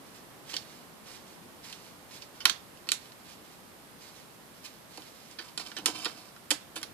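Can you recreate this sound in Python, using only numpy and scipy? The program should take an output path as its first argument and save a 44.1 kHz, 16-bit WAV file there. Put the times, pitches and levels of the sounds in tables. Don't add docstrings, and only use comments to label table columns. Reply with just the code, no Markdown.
import sys
import numpy as np
from scipy import signal
from scipy.fft import rfft, irfft, next_fast_len
from scipy.io import wavfile
from scipy.ndimage import uniform_filter1d

SR = 44100
rng = np.random.default_rng(int(sys.argv[2]) if len(sys.argv) > 2 else 0)


def level_to_linear(level):
    exponent = np.asarray(level, float) / 20
    return 10 ** exponent


def master(y):
    cut = np.clip(np.atleast_2d(y).T, -1, 1)
    pcm = np.round(cut * 32767)
    wavfile.write(sys.argv[1], SR, pcm.astype(np.int16))


N = 305613
TOP_HZ = 14600
SIDE = np.array([[1], [-1]])


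def rms_one(x):
    return x / np.sqrt(np.mean(x ** 2) + 1e-20)


def at_hz(points, hz):
    point_hz, values = np.array(points).T
    return np.interp(np.log(hz), np.log(point_hz), values)


def drift(rate):
    steps = rng.standard_normal(int(N / SR * rate) + 3)
    return np.interp(np.arange(N) / SR * rate, np.arange(len(steps)), steps)


def coloured(x, gain):
    size = next_fast_len(N + SR)
    hz = np.maximum(np.arange(size // 2 + 1) * SR / size, 1)
    return irfft(rfft(x, size) * gain(hz), size)[..., :N]


def grains(per_s, spread_db):
    sizes = level_to_linear(spread_db * np.minimum(rng.exponential(1, N), 4))
    signs = rng.choice([-1, 1], N)
    return sizes * signs * (rng.random(N) < per_s / SR)


def strokes(rows, rise_db_per_s, fall_db_per_s):
    t = np.arange(N) / SR
    power = 0
    for s, held_s, db in rows:
        before_s = np.maximum(s - t, 0)
        after_s = np.maximum(t - s - held_s, 0)
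        down_db = rise_db_per_s * before_s + fall_db_per_s * after_s
        power = power + level_to_linear(db - down_db) ** 2
    return np.sqrt(power)


def ring(clicks, hz, t60):
    radius, w = level_to_linear(-60 / (t60 * SR)), 2 * np.pi * hz / SR
    highpass = [1, -2 * np.exp(-w / 2), np.exp(-w)]
    push = signal.lfilter([1, -2, 1], highpass, clicks + 1e-18)
    return signal.lfilter([.5, 0, -.5], [1, -2 * radius * np.cos(w), radius * radius], push)


# (frequency [Hz], relative gain [dB])
AIR_SPECTRUM = [(18, -40), (30, -17.5), (80, -7.5), (161, -2), (208, -0.5), (418, -4.5), (1180, -8),
                (1270, -9.5), (2490, -15), (2900, -15.5), (4870, -18), (6300, -21), (10800, -19.5),
                (14400, -21.5)]
# (frequency [Hz], likeness [1])
AIR_LIKENESS = [(60, 0.48), (180, 0.5), (550, 0.42), (1650, 0.018), (4970, -0.11), (15000, -0.31)]
# (frequency [Hz], left over right [dB])
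AIR_BALANCE = [(60, 3.5), (180, 3.5), (550, -1.5), (1650, -3), (4970, -5), (15000, -4)]
# (time [s], level [dB])
LOW_BACKGROUND = [(0.0, -53), (2.5, -54.5), (3.2, -54.5), (5.4, -56), (5.96, -53.5), (6.4, -56), (6.7, -55),
                  (6.93, -52)]


def surroundings(hiss_hz=2000, hiss_db=-53.5):
    def shape(hz):
        return level_to_linear(at_hz(AIR_SPECTRUM, hz) + at_hz(AIR_BALANCE, hz) * SIDE / 2) * (hz < TOP_HZ)

    def alike(hz):
        return np.clip(at_hz(AIR_LIKENESS, hz), 0, 1)

    shared, apart = rng.standard_normal((2, N))
    air = coloured(shared, lambda hz: shape(hz) * np.sqrt(1 + alike(hz)))
    air += coloured(apart, lambda hz: shape(hz) * np.sqrt(1 - alike(hz)) * SIDE)
    lows = coloured(air, lambda hz: 1 / (1 + (hz / hiss_hz) ** 2))
    hiss = air - lows
    scale = 1 / np.sqrt(np.mean(lows ** 2))
    low_level = level_to_linear(np.interp(np.arange(N) / SR, *np.transpose(LOW_BACKGROUND)))
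    return scale * low_level * lows + level_to_linear(hiss_db) * scale * hiss


# (centre frequency [Hz], t60 [s])
BALCONY_DECAY = [(300, 0.44), (700, 0.22), (1500, 0.26), (3000, 0.072), (5000, 0.18), (8000, 0.15),
                 (13000, 0.16)]


def balcony(x, gap_s=0.00045, level_db=-7.5):
    age = np.arange(SR // 2) / SR
    tail = 0
    for hz, t60 in BALCONY_DECAY:
        band = signal.butter(1, [hz / 1.45, hz * 1.45], "band", fs=SR, output="sos")
        noise = signal.sosfilt(band, rng.standard_normal((2, len(age))))
        tail = tail + noise * level_to_linear(-60 * age / t60)
    tail = tail * (1 - np.exp(-age / gap_s))
    response = rms_one(tail) / np.sqrt(len(age))
    return level_to_linear(level_db) * signal.fftconvolve(x, response, axes=1)[:, :N]


# (frequency [Hz], left over right [dB])
CHAIR_BALANCE = [(60, -13), (130, 0), (290, -3), (640, -3), (1410, -5), (3100, -10.5), (6820, -9.5),
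                 (15000, 1)]
# (frequency [Hz], phase [rad])
LEFT_LEAD = [(300, .1), (1000, 0.38), (2500, 1.42), (4100, 1.47), (5250, 2.4), (6700, 4.67), (9100, 5.75),
             (12200, 8.25)]


def toward_microphones(x):
    def port(hz):
        level = level_to_linear(at_hz(CHAIR_BALANCE, hz) * SIDE / 2 + 1.5)
        return level * np.exp(.5j * at_hz(LEFT_LEAD, hz) * SIDE)

    return coloured(x, port)


# (full from [s], held [s], relative level [dB])
RUSTLES = [(0.07, .005, -61), (0.155, 0.021, -58.5), (0.475, .01, -54), (0.495, 0.022, -48.5),
           (0.55, .01, -50), (0.585, 0.034, -57.5), (0.66, .16, -61), (1.068, .1, -53.5),
           (1.275, 0.062, -59.5), (1.645, 0.1, -52.5), (1.79, 0.11, -61), (2.116, 0.052, -53),
           (2.215, .005, -57), (2.36, 0.036, -59.5), (3.0, 0.087, -62.5), (3.2, .01, -68),
           (3.268, 0.06, -55), (3.45, .09, -64), (4.01, 0.08, -56.5), (4.15, 0.069, -59),
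           (4.55, 0.036, -66), (4.654, 0.004, -48), (4.742, .01, -61.5), (4.915, 0.12, -57.5),
           (5.06, 0.023, -55.5), (5.15, 0.15, -63), (5.315, .01, -56)]
# (frequency [Hz], relative gain [dB])
FEATHER_COLOUR = [(530, -33), (900, 5), (1030, 7), (1420, -3.5), (2230, 1.5), (3180, -2), (4760, -1),
                  (10000, -13), (14000, -12)]


def rustles():
    barbs = coloured(grains(9000, 2.7), lambda hz: level_to_linear(at_hz(FEATHER_COLOUR, hz)) / (1 + (1500 / hz) ** 2))
    flutter = level_to_linear(2.0 * drift(40))
    envelope = strokes(RUSTLES, rise_db_per_s=598, fall_db_per_s=270)
    return flutter * envelope * rms_one(barbs)


# (frequency [Hz], relative level [dB], nominal t60 [s])
CHAIR_MODES = [(307.5, 1, 0.11), (486, -3.5, 0.045), (725, 2.5, 0.027), (986, 6, 0.032), (1142, 1.5, 0.043),
               (1451, -2.5, 0.052), (1828, 0.5, 0.021), (2344, -2, 0.019), (2620, -4, 0.027),
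               (3068, -2.5, 0.026), (3564, -2.5, 0.026), (3710, -3, 0.016), (4160, -1, 0.027),
               (4582, 1, 0.018), (4780, -7, 0.018), (5040, -2, 0.024), (5714, 1, 0.0087),
               (6250, -3.5, 0.0089), (7330, -1.5, 0.0057), (7930, -1.5, 0.0035), (10040, 1, 0.0027),
               (10280, -7.5, 0.0033), (11270, -11.5, 0.0028), (12640, -10.5, 0.0045)]
# (full from [s], held [s], relative level [dB])
SCRAPES = [(5.42, 0.057, -55.5), (5.475, 0.0055, -53.5), (5.607, 0.0032, -45.5), (5.658, 0.025, -49.5),
           (5.7, 0.023, -56), (5.76, 0.0045, -54), (5.875, 0.012, -39), (5.955, 0.081, -43),
           (6.08, 0.03, -49.5), (6.15, .14, -58.5)]


def scrapes(slips_per_s=2500):
    slips = grains(slips_per_s, 2.5) * level_to_linear(1.8 * drift(90))
    # (frequency [Hz], lift of the modes [dB])
    tilt = [(300, -3), (460, 1.5), (800, 6), (1200, 0), (1800, -20), (2400, 14), (3100, 11.5),
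            (3750, 5.5), (4800, 7.5), (5600, -15), (6500, -2), (9500, -3), (12000, -16)]
    sound = 0
    for hz, db, t60 in CHAIR_MODES:
        sound = sound + level_to_linear(db + at_hz(tilt, hz)) * ring(slips, hz, 0.77 * t60)
    envelope = strokes(SCRAPES, rise_db_per_s=690, fall_db_per_s=380)
    return envelope * rms_one(sound)


# (from [s], frequency [Hz])
STRANDS = [(0.0, 3100), (0.555, 4720), (1.5, 4000), (2.2, 4600), (2.35, 3230), (2.8, 4020), (4.9, 5200),
           (5.0, 3420), (5.3, 4500), (5.63, 3130), (5.82, 4440), (6.0, 4460), (6.3, 1430), (6.45, 2940)]


def strand_db(s, hz, lift_db=6, width_octaves=.07):
    own_hz = [pitch_hz for start, pitch_hz in STRANDS if start <= s][-1]
    octaves_off = np.log2(hz / own_hz)
    return lift_db * np.exp(-.5 * (octaves_off / width_octaves) ** 2)


# (time [s], relative peak [dB], low cane [dB], bright crack [dB], rattle length [s])
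CONTACTS = [(0.496, -39.5, -4, -5.5, 0.0042), (0.5336, -37, -17, -3.5, 0.0074),
            (0.5407, -30, -13, -0.5, 0.004), (0.5658, -24, -14, 2.5, 0.0052),
            (1.7265, -35.5, -12, 2, 0.0064), (2.221, -39, -36, 2, 0.0065), (2.404, -36.5, -7, 3, 0.015),
            (2.4543, -9.5, -3, 7.5, 0.0041), (2.4964, -14, -10.5, 7, 0.0054), (2.772, -49, -9, 0.5, 0.004),
            (2.87, -45, -1, 1, 0.0079), (2.889, -19.5, -13, 5.5, 0.0015), (2.918, -12, -12, 9.5, 0.0019),
            (3.056, -46, -3, -1.5, 0.0034), (3.1195, -46.5, -6, -6.5, 0.004),
            (4.974, -37.5, -12, 8, 0.0059), (5.0195, -44.5, -16.5, -5.5, 0.0032),
            (5.312, -43, -11.5, 11.5, 0.004), (5.3863, -34, 1, -5, 0.016), (5.3923, -39, 2, -13, 0.011),
            (5.5763, -24.5, -8, 9, 0.0047), (5.5964, -35.5, -1, 7, 0.01), (5.663, -39, -20, -20, 0.0061),
            (5.7164, -36.5, 2.5, -12.5, 0.0045), (5.766, -32, -4, 2, 0.015), (5.786, -30, -1.5, 10, 0.0048),
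            (5.8587, -11, -8, 10, 0.0056), (6.0463, -27, -13, 8, 0.01), (6.055, -23.5, 0, 2, 0.008),
            (6.363, -45.5, 6, 4.5, 0.0031), (6.5057, -15.5, -2.5, 13.5, 0.0049),
            (6.5087, -15.5, -9.5, -14, 0.0049), (6.514, -14.5, -7, 12, 0.0035),
            (6.757, -36.5, -15, 8.5, 0.015), (6.762, -30, 0, 8.5, 0.016), (6.814, -42.5, -4, 11, 0.0083),
            (6.8297, -28.5, -4, 7, 0.0054)]
# (time [s], relative peak [dB])
JOLTS = [(0.535, -42), (0.567, -52), (2.4543, -45), (2.8712, -48), (2.9184, -57), (4.9778, -40.5),
         (5.3947, -47.5), (5.576, -44.5), (5.5978, -47), (5.768, -46), (5.7847, -43), (5.831, -47),
         (5.8618, -32), (5.884, -35.5), (6.048, -48), (6.0593, -35.5), (6.5054, -40.5), (6.515, -31),
         (6.7644, -40.5), (6.816, -49)]
# (frequency [Hz], relative level [dB])
JOLT_COLOUR = [(320, -8.5), (460, -5), (720, -9), (1000, -13.5), (1500, -40)]


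def blows_on_chair(low_mode_db=-31, jolt_rattle_s=0.01):
    blows = []
    for s, db, low_db, crack_db, rattle_s in CONTACTS:
        colour = [(500, low_mode_db),
                  (950, low_db - 22.0), (1250, low_db), (1800, low_db + 2.0), (2600, 0), (5500, 0),
                  (7500, crack_db), (13000, 1.31 * crack_db)]
        blows.append((s, db, colour, rattle_s))
    return blows + [(s, db, JOLT_COLOUR, jolt_rattle_s) for s, db in JOLTS]


def contacts(rattle_db=-12.5, level_db=2.5, scatter_db=2.06, detune=0.036, slip_share=0.069,
             smear_hz=900, typical_s=0.005):
    out, size = np.zeros((2, N)), SR // 10
    age = np.arange(size) / SR
    rows = blows_on_chair()
    slips = rng.standard_normal((len(rows), size))
    marks = rng.random((len(rows), size))
    spots = rng.standard_normal((len(rows), len(CHAIR_MODES), 2))
    for (s, peak_db, colour, rattle_s), slip, mark, spot in zip(rows, slips, marks, spots):
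        rattle_gain = level_to_linear(rattle_db) * rattle_s / typical_s
        force = rattle_gain * slip * (mark < slip_share) * np.exp(-age / max(rattle_s, .0005))
        force[0] = 1
        knock = 0
        for k, ((hz, db, t60), (stronger, higher)) in enumerate(zip(CHAIR_MODES, spot)):
            gain = (-1) ** k * level_to_linear(db + at_hz(colour, hz) + strand_db(s, hz))
            gain = gain * level_to_linear(scatter_db * stronger) * np.sqrt(t60)
            rung = ring(force, hz * (1 + detune * higher), t60)
            knock = knock + gain * rms_one(rung)
        power = uniform_filter1d(np.abs(rfft(knock)) ** 2, int(smear_hz * size / SR))
        blow = np.roll(irfft(np.sqrt(power), size), SR // 1000)
        scale = level_to_linear(peak_db + level_db) / np.abs(knock).max()
        start = round(s * SR)
        out[:, start:start + size] += (scale * np.array([knock, blow]))[:, :N - start]
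    return out


def scene():
    knocks, blows = contacts()
    rubbing = coloured(scrapes() + rustles(), lambda hz: hz < TOP_HZ)
    reverberant = balcony(toward_microphones(blows + rubbing))
    tail = coloured(reverberant, lambda hz: (hz < TOP_HZ) / (1 + (250 / hz) ** 2))
    return toward_microphones(knocks + rubbing) + tail + surroundings()


def low_pass(x):
    return signal.sosfilt(signal.butter(12, 15890, fs=SR, output="sos"), x)


def record(dry):
    mix = np.clip(dry, -1, 1)
    return low_pass(mix)


dry = scene()
out = record(dry)
master(out)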